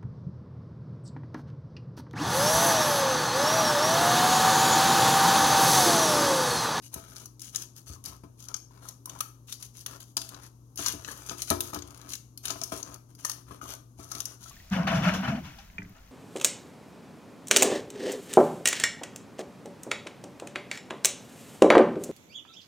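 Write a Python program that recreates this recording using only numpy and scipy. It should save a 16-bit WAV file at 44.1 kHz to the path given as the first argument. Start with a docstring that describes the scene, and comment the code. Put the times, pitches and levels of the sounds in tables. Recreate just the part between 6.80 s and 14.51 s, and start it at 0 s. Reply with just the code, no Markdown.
"""Paper liners in a muffin tin

Hands press pleated liners into a metal tin on a kitchen counter. The pleats buckle with a snap and
the paper rustles by stick-slip friction; fingers rub, knock and tap the tin, whose modes ring briefly.
An appliance hums in the small, hard room, and two microphone ports each add their own resonances."""
import sys
import numpy as np
from scipy import signal
from scipy.fft import rfft, irfft, next_fast_len
from scipy.io import wavfile

SR = 44100
rng = np.random.default_rng(int(sys.argv[2]) if len(sys.argv) > 2 else 0)


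def wav_record(signal):
    """Record a signal, one row per channel, as 16-bit PCM in the file named by sys.argv[1]."""
    frames = np.transpose(np.atleast_2d(signal))
    bounded = np.clip(frames, -1, 1)
    # unit amplitude maps onto the largest positive 16-bit level
    quanta = np.round(bounded * 32767).astype(np.int16)
    wavfile.write(sys.argv[1], SR, quanta)


N = 340011

# Spectrum of contact noise on the tin. Each row: frequency in Hz, gain in dB.
CONTACT_SPECTRUM = [(150, -26.5), (500, -3.5), (800, -6), (1200, 0), (1700, -5), (2600, -9), (7000, -20)]


def snap(db, pitch_hz, cup_db, crisp_db):
    """Buckling: a pleat gives way, flutters at its own resonance and sounds the hollow of the cup."""
    t = np.arange(SR // 16) / SR
    t60_s, rise_s = 0.023, 0.0004
    envelope = amp(-60 * t / t60_s) * (1 - np.exp(-t / rise_s))
    jerks = amp(4 * rng.standard_normal(len(t) // 16 + 1)).repeat(16)[:len(t)]
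    flutter = unit(envelope * jerks * rng.standard_normal(len(t)))
    resonance = signal.lfilter(*signal.iirpeak(pitch_hz, Q=3.37, fs=SR), flutter)
    colour = [(200, cup_db - 10), (750, cup_db - 1.5), (1220, cup_db + 15),
              (1900, -2.5), (7000, -2.5), (10500, crisp_db + 1)]
    return amp(db - 16.5) * coloured(flutter + amp(5) * resonance, colour)


def snaps():
    """Single pleats buckle under load, each releasing its elastic energy as a short transient."""
    # Each row: start in seconds, level in dB, pleat pitch in Hz, hollow cup tone in dB, crisp edge in dB.
    bucklings = [(0.1404, -26, 6000, -18, 3.5), (0.3646, -32, 5000, -36, -6), (0.4562, -36, 5330, -6, 5.5),
                 (.5946, -36, 4960, -29, -3), (.617, -31, 5330, -45, -3), (0.7475, -23, 3600, -23, -9),
                 (.7585, -15, 5540, -29, -5), (0.821, -28, 4820, -36, -2.5), (1.2398, -37.5, 5200, -27, 3),
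                 (1.258, -27, 4800, -30, -1), (1.685, -29, 5000, -16, -2.5), (1.7418, -20, 5530, -18, -7.5),
                 (1.7644, -33.5, 5300, -14, 2), (2.0864, -28.5, 5540, -22, 1.5),
                 (2.2564, -33, 5360, -7, 8.5), (2.2953, -24, 3350, -20, -7), (2.388, -35, 3000, -28, -2),
                 (2.4056, -15.5, 2940, -6.5, 0.5), (2.724, -21, 4240, -26, -5),
                 (2.826, -26.5, 3280, -19, -5), (3.0617, -21.5, 3350, -11.5, 0),
                 (3.2032, -38, 3400, -16, 4.5), (3.3683, -12, 5060, -57, -7), (3.376, -19, 3750, -30.5, -6),
                 (3.4155, -23.5, 3900, -21, -3.5), (3.49, -29, 4100, -45, -2.5),
                 (3.5436, -31.5, 4000, -23, -18), (3.9579, -43.5, 5400, -19, 13),
                 (3.9745, -25, 5400, -37, -4), (4.061, -13.5, 4760, -7.5, -8),
                 (4.0832, -17.5, 4600, -15, -3), (4.2472, -22.5, 2710, -12, -19),
                 (4.4947, -20, 3660, -15, -21), (4.6196, -19.5, 4800, -37, 0.5),
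                 (4.702, -12.5, 5000, -18, 4), (4.805, -15.5, 3030, -20, 2.5), (4.9448, -23, 3700, -42, -2),
                 (4.9887, -28, 3700, -25, -11), (5.021, -28, 3470, -39, -16), (5.3344, -19, 2820, -21, -8),
                 (5.3528, -27.5, 4360, -41, -2), (5.575, -31, 4540, -30, 1), (5.654, -18.5, 3700, -20, 1),
                 (5.6805, -20, 5100, -18, -26), (5.7036, -15, 4770, -17, -11), (5.8147, -24, 5220, -55, -9),
                 (5.8355, -21.5, 5600, -30, 0.5), (6.0278, -28, 5100, -39, -2.5),
                 (6.142, -34, 5030, -30, 2), (6.35, -44.5, 5040, -13, 3.5), (6.4484, -18.5, 5500, -7, 2.5),
                 (6.496, -21.5, 5200, -9, 3), (6.515, -25, 5140, -24, -1.5),
                 (7.3158, -23.5, 5350, -4.5, -4), (7.3507, -25, 4010, -30, -3), (7.403, -19, 5830, -17, -2),
                 (7.4541, -22, 6000, -40, -1.5)]
    out = np.zeros(N)
    for start, *pleat in bucklings:
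        add(out, start, snap(*pleat))
    return out


def pleat_run(count):
    """A nearly periodic pulse train: a finger ticks across one pleat after another."""
    out = np.zeros(N)
    first_s, step_s = 5.075, 0.034
    for k, (late, louder, higher) in enumerate(2 * rng.random((count, 3)) - 1):
        tick = snap(db=-36.5 + 2 * louder, pitch_hz=3650 * (1 + 0.12 * higher), cup_db=-9, crisp_db=-4)
        add(out, first_s + step_s * (k + 0.1 * late), tick)
    return out


def slips():
    """Stick-slip friction: paper fibres catch and slip in clumps, and small creases tick."""
    fibres = grains(rate=4000, spread_db=5.0) * amp(4.3 * wobble(260))
    creases = grains(rate=60, spread_db=5.5)
    return unit(fibres) + amp(-4) * unit(creases)


def rustles(force):
    """Friction drives the liner: a light touch stirs its thin edge, a firm press flexes its body too."""
    full_press_db = -42.5  # the whole liner flexes at this force
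    edge = band(slips(), "high", edge_hz=4030)
    body = band(slips(), "low", edge_hz=3200) * (force / amp(full_press_db)) ** 0.44
    # Spectrum of the paper. Each row: frequency in Hz, gain in dB.
    paper_spectrum = [(200, -52.5), (700, -16), (1500, -3.5), (3000, 4), (6000, -0.5), (11000, -2),
                      (16000, -3.5)]
    return amp(-1) * force * unit(coloured(edge + body, paper_spectrum))


def stroke(length, rise_share):
    """Force envelope of one finger movement: it builds, holds and lets go."""
    t = np.arange(int((length + 0.05) * SR)) / SR
    release_s = 0.0081
    build = 1 - np.exp(-(t / (rise_share * length)) ** 2)
    return build / (1 + np.exp((t - length) / release_s))


def stroke_forces():
    """Sliding friction: each stroke drags a fingertip over the tin and, a little more slowly, the paper."""
    # Each row: start in seconds, length in seconds, paper rustle in dB, rub on the tin in dB.
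    strokes = [(0.014, 0.064, -44.5, -67.5), (0.109, 0.097, -47.5, -50.5), (0.199, 0.17, -52, -54.5),
               (0.348, 0.1, -48.5, -54), (0.589, 0.11, -43.5, -71), (0.717, 0.13, -41.5, -53.5),
               (0.949, 0.055, -47, -62), (1.048, 0.11, -45.5, -56.5), (1.235, 0.065, -40.5, -51.5),
               (1.294, 0.067, -52.5, -55), (1.568, 0.098, -47, -70), (1.658, 0.11, -66, -52.5),
               (1.888, 0.19, -70, -59), (2.014, 0.11, -51, -56), (2.256, 0.17, -58.5, -51),
               (2.664, 0.086, -42.5, -63.5), (2.79, 0.074, -45.5, -62.5), (2.931, 0.1, -47, -70),
               (3.051, .12, -50.5, -50), (3.196, 0.039, -43.5, -62), (3.257, 0.068, -58, -84),
               (3.366, 0.12, -46, -59), (3.493, .11, -71, -51.5), (3.607, 0.069, -48, -57),
               (3.962, 0.13, -33.5, -48.5), (4.057, 0.079, -34, -45), (4.134, 0.17, -52, -53.5),
               (4.264, 0.075, -40, -45), (4.334, 0.16, -46, -52.5), (4.477, 0.073, -41, -47.5),
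               (4.562, 0.088, -39.5, -54.5), (4.667, 0.065, -35, -52), (4.793, 0.12, -42, -50),
               (4.925, 0.05, -38, -49), (5.005, 0.32, -71, -54), (5.272, 0.095, -42, -60.5),
               (5.624, .11, -36.5, -48.5), (5.728, 0.19, -47, -60.5), (5.904, 0.11, -42.5, -47),
               (6.012, .15, -54, -48.5), (6.284, 0.045, -61, -62.5), (6.377, 0.044, -47.5, -57),
               (6.415, 0.13, -42, -53.5), (6.54, 0.082, -60, -55), (6.658, .13, -60.5, -53),
               (6.808, 0.066, -45.5, -51), (6.868, 0.082, -40, -45.5), (7.165, 0.12, -50, -56.5),
               (7.277, 0.15, -44, -51), (7.441, 0.11, -48, -54.5), (7.584, 0.15, -45.5, -57.5)]
    on_paper, on_tin = np.zeros((2, N))
    for start, length, paper_db, rub_db in strokes:
        add(on_paper, start, amp(paper_db) * stroke(length, rise_share=0.19))
        add(on_tin, start, amp(rub_db) * stroke(length, rise_share=0.16))
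    return on_paper, on_tin


def tin_ring(thud_db, clank_db):
    """Modal vibration: the tin's modes, excited differently at each spot, decay under a resting hand."""
    # Modes of the tin on the counter. Each row: frequency in Hz, level in dB, free T60 in seconds.
    modes = [(60.6, -4, 0.31), (70.8, 2.5, 0.19), (90.8, -3.5, 0.49), (167, 5, 0.078), (233.3, 3, 0.12),
             (290.5, 3, 0.23), (350, -4.5, 0.35), (388.6, 0.5, 0.17), (452.6, -6.5, 0.23),
             (607, -7.5, 0.086), (661.3, 6, 0.18), (689, -7, 0.15), (809, -0.5, 0.11), (927, -3, 0.11),
             (951, -3, .17), (1023, 3.5, 0.12), (1137, -0.5, 0.054), (1285, 9, 0.066), (1300, -13.5, 0.056),
             (1338, -2, 0.079), (1450, -28, 0.099), (1636, -27.5, 0.14), (1680, 0.5, 0.35),
             (1735, -21.5, 0.27), (2130, -10.5, 0.11), (2340, 4, 0.23), (2820, -7, 0.21)]
    hz, db, free_t60 = np.transpose(modes)[:, :, None]
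    t60 = np.minimum(free_t60, 170 / hz)  # the hand damps a mode within 170 cycles
    t = np.arange(SR // 5) / SR
    spot_db = rng.normal(0, 1.5, hz.shape)
    touch_db = along([(90, thud_db), (200, 0.011), (450, 0), (750, clank_db)], hz) + spot_db
    partials = np.sin(2 * np.pi * (hz * t + rng.random(hz.shape)))
    return np.sum(amp(db + touch_db - 60 * t / t60) * partials, axis=0)


def rubs(force):
    """Stick-slip excitation: fingertips catch and slide on the tin, shaking its modes."""
    friction = grains(rate=1500, spread_db=9.5) * amp(1.2 * wobble(70))
    skin = unit(coloured(friction, CONTACT_SPECTRUM))
    jolts = grains(rate=500, spread_db=2.5)
    ringing = unit(signal.fftconvolve(jolts, tin_ring(thud_db=0.5, clank_db=-5.5))[:N])
    return force * (amp(2.5) * skin + amp(-1) * ringing)


def knocks():
    """Impact of the tin on the counter: soft contact thuds, hard contact clanks and chatters."""
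    # Each row: start in seconds, level in dB, hardness as the gain of the upper modes in dB.
    impacts = [(0.159, -40, -11), (1.099, -44.5, -19.5), (1.27, -44.5, -15), (1.434, -43, -12.5),
               (3.367, -40.5, -2.5), (3.989, -35.5, -7), (4.136, -36, -11.5), (4.51, -37.5, -5.5),
               (4.706, -20, -8), (4.931, -36, -4.5), (4.957, -30, -10.5), (5.7, -39, 1.5), (5.755, -42, -4),
               (5.814, -42, 0.5), (5.919, -29.5, -4.5), (6.708, -41.5, -7.5), (6.829, -42, -10),
               (7.19, -41.5, -11), (7.35, -43.5, -10)]
    out, t = np.zeros(N), np.arange(SR // 5) / SR
    onset = 1 - np.exp(-t / 0.0013)  # the pushing fingertip is soft
    for start, db, hard_db in impacts:
        noise = unit(coloured(rng.standard_normal(len(t)), CONTACT_SPECTRUM))
        chatter = noise * amp(hard_db + 7.5 - 60 * t / 0.1)
        ring = amp(-6) * tin_ring(thud_db=-10 - 1.12 * hard_db, clank_db=hard_db + 4)
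        add(out, start, amp(db) * (ring + chatter) * onset)
    return out


def taps():
    """Damped oscillation: a fingernail strikes a cup wall, which the finger stills at once."""
    # Each row: start in seconds, level in dB, pitch in Hz.
    nail_strikes = [(1.1613, -46, 1070), (1.323, -47, 1070), (1.9083, -52, 970), (2.054, -45, 1270),
                    (2.274, -43, 1015), (2.36, -43, 960), (4.2857, -31, 1700), (6.448, -27, 1795),
                    (6.498, -33.5, 1880), (6.7084, -40, 1130), (6.8137, -32.5, 1244), (6.8557, -36.5, 1110),
                    (7.659, -44, 1350)]
    out, t = np.zeros(N), np.arange(SR // 16) / SR
    onset = 1 - np.exp(-t / 0.00047)
    for start, db, pitch_hz in nail_strikes:
        ring = np.sin(2 * np.pi * pitch_hz * t) * amp(-60 * t / 0.03)
        noise = unit(coloured(rng.standard_normal(len(t)), CONTACT_SPECTRUM))
        scrape = noise * amp(-11.5 - 60 * t / 0.023)
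        add(out, start, amp(db + 8) * (ring + scrape) * onset)
    return out


def early_reflections(x):
    """Early reflections off tin, counter and sink, drawn afresh for each port every fifth of a second."""
    out, block, t = np.zeros((2, N)), SR // 5, np.arange(SR // 40) / SR
    for start in range(0, N, block):
        for track in out:
            echoes = rng.standard_normal(len(t)) * amp(-60 * t / 0.023)
            echoes /= np.linalg.norm(echoes)
            add(track, start / SR, signal.fftconvolve(x[start:start + block], echoes))
    return band(out, "high", edge_hz=840)


def reverberation(x):
    """The kitchen's short diffuse tail dies fastest in the treble; it is drawn afresh every half second."""
    # Each row: frequency in Hz, reverberation time T60 in seconds.
    decay_times = [(150, 0.56), (1000, 0.36), (6000, 0.35), (15000, 0.31)]
    out, block = np.zeros((2, N)), SR // 2
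    for start in range(0, N, block):
        hz, t, noise = signal.stft(rng.standard_normal((2, SR // 3)), SR, nperseg=256)
        decay = amp(-60 * t / along(decay_times, hz)[:, None])
        tails = signal.istft(noise * decay, SR, nperseg=256)[1]
        for track, tail in zip(out, tails):
            diffuse = signal.fftconvolve(x[start:start + block], tail / np.linalg.norm(tail))
            add(track, start / SR + 0.004, diffuse)
    return band(out, "high", edge_hz=310)


def appliance_hum():
    """An appliance vibrates at harmonics of the mains frequency, wavering slightly."""
    # Each row: frequency in Hz, rms level in dB.
    harmonics = [(60, -65.5), (120, -52.5), (240, -79.5)]
    t = np.arange(N) / SR
    drift = 0.031 * wobble(1)
    return sum(np.sqrt(2) * amp(db + 0.27 * wobble(2.7)) * np.sin(2 * np.pi * hz * t + drift)
               for hz, db in harmonics)


def room_air():
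    """Soft ambient noise, coherent between the ports in the bass and independent in the treble."""
    # Each row: frequency in Hz, gain in dB.
    air_spectrum = [(20, -2.5), (40, -7.5), (58, 7), (85, -5), (130, 1.5), (185, -7), (270, -0.5),
                    (450, -12.5), (700, -18.5), (1100, -18), (1700, -31), (5000, -30.5), (16000, -30)]
    bass = band(rng.standard_normal(N), "low", edge_hz=460)
    trebles = band(rng.standard_normal((2, N)), "high", edge_hz=610)
    return amp(-55.5) * np.array([unit(coloured(bass + treble, air_spectrum)) for treble in trebles])


def grains(rate, spread_db):
    """Shot noise of `rate` tiny slips a second: most are small, a few reach three spreads higher."""
    where, size, sign = rng.random((int(rate * N / SR), 3)).T
    size_db = 3 * spread_db * size ** 2
    return np.bincount((where * N).astype(int), np.sign(sign - 0.5) * amp(size_db), N)


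def wobble(rate):
    """Random modulation: a curve through `rate` Gaussian knots a second."""
    knots = rng.standard_normal(int(N * rate / SR) + 2)
    return np.interp(np.arange(N) * rate / SR, np.arange(len(knots)), knots)


def amp(db):
    """Decibels as an amplitude ratio."""
    return np.exp(np.asarray(db) * (np.log(10) / 20))


def unit(x):
    """Normalisation to an rms of 1."""
    return x / np.sqrt(np.mean(x ** 2) + 1e-20)


def along(points, hz):
    """Interpolation of (Hz, value) points on a logarithmic frequency axis."""
    point_hz, values = np.transpose(points)
    return np.interp(np.log(hz + 1), np.log(point_hz + 1), values)


def coloured(x, points):
    """Minimum-phase filtering with the given (Hz, dB) gain."""
    size = 2 * next_fast_len((len(x) + SR // 16) // 2)
    gain = amp(along(points, np.fft.rfftfreq(size, 1 / SR)))
    cepstrum = irfft(np.log(gain))
    cepstrum[1:size // 2] *= 2  # folding onto positive time makes the filter causal
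    cepstrum[size // 2 + 1:] = 0
    return irfft(rfft(x, size) * np.exp(rfft(cepstrum)), size)[:len(x)]


def band(x, kind, edge_hz):
    """Second-order low-pass or high-pass filtering."""
    return signal.sosfilt(signal.butter(2, edge_hz, kind, fs=SR, output="sos"), x)


def add(track, start_s, sound):
    """Superposition of a sound onto a track."""
    part = track[max(round(start_s * SR), 0):][:len(sound)]
    part += sound[:len(part)]


def scene():
    """Direct sound, reflections and background superpose at the left and right ports."""
    on_paper, on_tin = stroke_forces()
    paper = rustles(on_paper) + snaps() + pleat_run(count=5)
    tin = rubs(on_tin) + knocks() + taps()
    near = paper + tin
    lag_samples = 6  # the tin lies a little to the left, so the right port hears it later
    direct = amp(-1.5) * np.array([near, np.pad(near, (lag_samples, 0))[:N]])
    # Pleats face every way, so each port hears a partly different paper sound.
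    spread = amp(-6) * np.outer([1, -1], rustles(on_paper) + snaps())
    reflected = amp(-5.5) * early_reflections(near)
    diffuse = reverberation(amp(-9) * paper + amp(-8) * tin)
    return direct + spread + reflected + diffuse + appliance_hum() + room_air()


def record(dry):
    """Cavity resonances colour each microphone port; band limits cut deep rumble and the top treble."""
    # Responses of the two ports. Each row: frequency in Hz, gain in dB.
    left_response = [(400, -1), (1300, 0), (2050, -9), (2950, -4), (3500, -4), (5300, 0.5), (5900, 7),
                     (6550, 8), (7200, 0), (8200, -6), (9400, 2.5), (10200, 1.5), (11000, 2),
                     (14500, -11.5)]
    right_response = [(100, -4.5), (250, -5), (400, -5.5), (700, -9.5), (1250, -17.5), (2000, -28.5),
                      (2900, -19.5), (3300, -22.5), (4200, -14), (7800, -10.5), (9000, -12), (11000, -4),
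                      (12500, 2.5), (14000, -11.5)]
    ports = np.array([coloured(dry[0], left_response), coloured(dry[1], right_response)])
    ports = band(ports, "high", edge_hz=54)
    size, top_hz = next_fast_len(N + SR // 8), 16000
    passband = np.fft.rfftfreq(size, 1 / SR) < top_hz
    return irfft(rfft(ports, size) * passband, size)[:, :N]


dry = scene()
out = record(dry)
wav_record(out)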